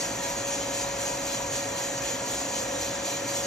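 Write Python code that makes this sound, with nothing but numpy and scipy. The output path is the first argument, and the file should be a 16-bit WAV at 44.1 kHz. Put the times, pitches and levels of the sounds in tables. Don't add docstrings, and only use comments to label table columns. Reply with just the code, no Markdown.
import sys
import numpy as np
from scipy import signal
from scipy.fft import rfft, irfft, next_fast_len
from scipy.io import wavfile
from scipy.ndimage import uniform_filter1d

SR = 44100
rng = np.random.default_rng(int(sys.argv[2]) if len(sys.argv) > 2 else 0)


def log_audio(samples):
    frames = np.atleast_2d(samples).T
    limited = np.clip(frames, -1, 1)
    pcm = np.round(limited * 32767).astype(np.int16)
    wavfile.write(sys.argv[1], SR, pcm)


N = 152586
SIZE = next_fast_len(N + SR // 2)
HZ = np.arange(SIZE // 2 + 1) * SR / SIZE
SIDE = np.array([[.5], [-.5]])


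def undb(db):
    return 10 ** (np.asarray(db) / 20)


def along(table, column=1):
    table = np.array(table, float)
    return np.interp(np.log(HZ + 1), np.log(table[:, 0]), table[:, column])


def coloured(x, table):
    return rfft(x, SIZE) * undb(along(table)) * np.sqrt(SR / 2)


def resonance(hz, width, db):
    unit_gain = np.sqrt(SR / np.pi / width)
    bass_slope = np.minimum(HZ / hz, 1)
    return undb(db) * unit_gain * bass_slope / (1 + 2j * (HZ - hz) / width)


def ringing(x, hz, width, db):
    return rfft(x, SIZE) * resonance(hz, width, db)


def walk(rate):
    k = int(SR / rate)
    wander = uniform_filter1d(uniform_filter1d(rng.standard_normal(N), k), k)
    return (wander - wander.mean()) / wander.std()


def rattle(flow):
    impacts_per_s = 9000
    size_db = 2.2
    clump_db, clumps_per_s = 1.9, 25
    struck = rng.random(N) < impacts_per_s / SR
    sizes = undb(size_db * rng.exponential(size=N))
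    signs = 2 * rng.integers(0, 2, size=(2, N)) - 1
    hits = struck * sizes * signs
    hits = hits * np.sqrt(flow) * undb(clump_db * walk(clumps_per_s))
    return hits / np.sqrt(np.mean(hits ** 2))


def bean_flow(t):
    # (time [s], relative level [dB])
    rolling = [(0, 0.5), (.19, -1), (.44, -3.5), (.7, -0.5), (.95, -1.5), (1.2, -0.5), (1.46, -2),
               (1.73, -1.5), (1.98, -1), (2.22, -1.5), (2.5, -1), (2.76, -1.5), (2.97, -1.5), (3.22, -0.6),
               (3.46, 0)]
    # (start [s], relative level [dB], hold [s])
    drops = [(-.05, 2, 0.029), (0.203, -1, 0.085), (0.35, -2.5, 0.0042), (0.447, 0, 0.069), (.6, -9, .005),
             (0.715, 0, 0.076), (0.979, 0.5, 0.057), (1.233, -1, 0.084), (1.493, 1.5, 0.041),
             (1.663, -11.5, 0.0056), (1.752, -0.5, .06), (2.003, -1, 0.061), (2.244, -1.5, 0.12),
             (2.404, -9, 0.0075), (2.522, -0.5, 0.038), (2.78, 0.5, 0.034), (3.025, -0.5, 0.068),
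             (3.263, -1.5, 0.071), (3.326, -2, 0.0052)]
    rise_s, fall_s = 0.031, 0.042
    flow = undb(2 * np.interp(t, *np.array(rolling).T))
    for start, db, hold in drops:
        late = np.maximum(t - start, 0)
        rise = np.clip(late / rise_s, 0, 1) ** 2
        fall = np.exp(-np.maximum(late - rise_s - hold, 0) / fall_s)
        flow = flow + undb(2 * db) * rise * fall
    return flow


def beans(t):
    kinds_hz = [2200, 3000, 4000, 5200, 6500, 8000, 9500, 11000, 12500]
    # (frequency [Hz], density [dB per Hz])
    click = [(900, -95), (2000, -80), (2800, -78), (3150, -81), (3400, -78), (3570, -82), (4200, -78),
             (5000, -78), (5400, -81), (6100, -76), (6630, -75), (7100, -72), (7600, -74), (8100, -79),
             (8450, -75), (8900, -80), (9250, -84), (9500, -81), (9750, -83), (10000, -81), (10250, -83),
             (10800, -79.5), (11600, -82), (12700, -83), (13150, -89), (13800, -93)]
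    flow = bean_flow(t)
    swells = np.linspace(1, 1.6, len(kinds_hz))
    clicks = 0
    for kind, swell in zip(np.eye(len(kinds_hz)), swells):
        band = np.sqrt(np.interp(HZ, kinds_hz, kind))
        clicks = clicks + coloured(rattle(flow ** swell), click) * band
    return clicks + drum(flow)


def drum(flow):
    modes_hz = [2385, 2520, 2620, 2947, 3080, 3330, 3448, 3830, 4110, 4230, 4520, 4845, 5100, 5292, 5690,
                5850, 6000, 6200, 6330, 6530, 6770, 6960, 7265, 7400, 7580, 7720, 7985, 8230, 8360]
    # (width [Hz], rms level [dB])
    rings = [(30, -52), (30, -53.5), (40, -58), (25, -55.5), (17.1, -52.5), (80, -51), (25, -53), (60, -52),
             (91, -50), (40, -60), (80, -51), (45, -50.5), (30, -61.5), (30, -56), (50, -49), (60, -45.5),
             (60, -52.5), (60, -48), (70, -46.5), (70, -44.5), (70, -45.5), (110, -41), (60, -47),
             (90, -50.5), (40, -58), (40, -57.5), (40, -53.5), (60, -65), (50, -65)]
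    spots = 8
    modes = [(hz, *ring) for hz, ring in zip(modes_hz, rings)]
    out = 0
    for spot in range(spots):
        response = sum(resonance(*mode) for mode in modes[spot::spots])
        out = out + rfft(rattle(flow), SIZE) * response
    return out


def air():
    return rng.standard_normal((2, N))


def fan(t):
    # (frequency [Hz], density [dB per Hz])
    air_spectrum = [(25, -110), (45, -98), (62, -63), (80, -76), (93, -79), (104, -64), (135, -64),
                    (147, -72), (165, -68), (250, -67), (298, -68), (345, -68), (400, -71), (480, -66),
                    (580, -68), (680, -66.5), (770, -70.5), (850, -65.5), (930, -71.5), (1000, -66.5),
                    (1070, -73.5), (1400, -72.5), (1530, -77), (1700, -73.5), (2500, -76), (5000, -93),
                    (9000, -100)]
    # (frequency [Hz], width [Hz], rms level [dB])
    case_modes = [(262, 14, -53.5), (277.6, 14.3, -48.5), (319.8, 5.7, -53.5), (698, 37, -48.5),
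                  (949, 7.9, -49.5), (1628, 30, -50.5)]
    # (time [s], rms level [dB])
    rumble_drive = [(0, -55), (.55, -51), (1.1, -54), (1.6, -55), (2.3, -61), (3.46, -70)]
    rumble_hz, rumble_width_hz = 46, 13
    broad = coloured(air(), air_spectrum)
    drive = air() * undb(np.interp(t, *np.array(rumble_drive).T))
    second_pole = 1 / (1 + 2j * (HZ - rumble_hz) / rumble_width_hz)
    rumble = ringing(drive, rumble_hz, rumble_width_hz, 0) * second_pole
    return broad + rumble + sum(ringing(air(), *mode) for mode in case_modes)


def tones(t):
    tones_hz = [58.3, 520, 558.2, 723.1, 965.5, 1116, 1275.5, 1809, 1868.2, 1938.5]
    # (rms level [dB], pitch waver [Hz], level waver [dB],
    # left minus right [dB], phase by which left leads [rad])
    settings = [(-58, 0.5, 2, -.5, 0), (-47, 2.56, 3, -5, 1.26), (-39, 0.38, 1.14, 4, 0.33),
                (-50, .6, 0.5, -1, 0.1), (-49, 1.41, 6.5, -0.5, 1.47), (-58, 3, 0.5, 9, 1),
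                (-62.5, 0.69, -4, 3.5, 2), (-55.5, 2.8, 4.5, 2.5, 0.2), (-54, 2.57, -2.5, -3, 0.6),
                (-58, 1.9, 1, 0, -2)]
    hum_fade_db_per_s = -3.5
    out = 0
    for hz, (db, waver_hz, waver_db, pan_db, lead) in zip(tones_hz, settings):
        phase = 2 * np.pi * np.cumsum(hz + waver_hz * walk(4.5)) / SR
        level_db = db + waver_db * walk(11)
        if hz == tones_hz[0]:
            level_db = level_db + hum_fade_db_per_s * t
        sine = np.sqrt(2) * np.sin(phase + lead * SIDE)
        out = out + undb(level_db + pan_db * SIDE) * sine
    return out


def ports(spectra):
    # (frequency [Hz], phase by which left leads [rad], likeness [0-1],
    # left minus right [dB])
    port_pairs = [(50, 0, .999, -.1), (85, .01, .995, -.8), (120, .02, .99, -1.5), (280, .08, .98, -2),
                  (500, .5, .9, -1), (750, .9, .7, 0), (1050, 0, .4, 1.5), (1350, .4, .7, 1),
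                  (1800, .15, .88, .5), (2300, .5, .65, .5), (2800, .9, .3, 0), (3500, 1.7, .35, 0),
                  (4100, .7, .72, 0), (4800, 2, .2, 0), (5250, 0, .97, .5), (6000, .45, .9, 0),
                  (7000, 1.35, .9, -.5), (8000, 2.2, .75, 0), (8600, 2.85, .95, 0), (11650, 3.5, .95, 0),
                  (11900, 4.1, .65, 0), (12600, 4.7, .55, 0), (13200, 6.28, .97, 0)]
    opposed_hz = 8950, 11500
    knots = sorted(port_pairs + [(hz, np.pi, 1, 0) for hz in opposed_hz])
    lead = along(knots, column=1)
    alike = np.clip(along(knots, column=2), 0, 1)
    pan_db = along(knots, column=3)
    common = np.sqrt((1 + alike) / 2) * spectra[0]
    scattered = np.sqrt((1 - alike) / 2) * spectra[1] * 2 * SIDE
    heard = (common + scattered) * np.exp(1j * lead * SIDE) * undb(pan_db * SIDE)
    return irfft(heard, SIZE)[:, :N]


def scene():
    t = np.arange(N) / SR
    return ports(beans(t) + fan(t)) + tones(t)


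def record(dry):
    low_cut_hz, top_hz = 30, 13800
    thin = signal.sosfilt(signal.butter(2, low_cut_hz, "high", fs=SR, output="sos"), dry)
    return signal.sosfilt(signal.ellip(14, .2, 70, top_hz, fs=SR, output="sos"), thin)


dry = scene()
out = record(dry)
log_audio(out)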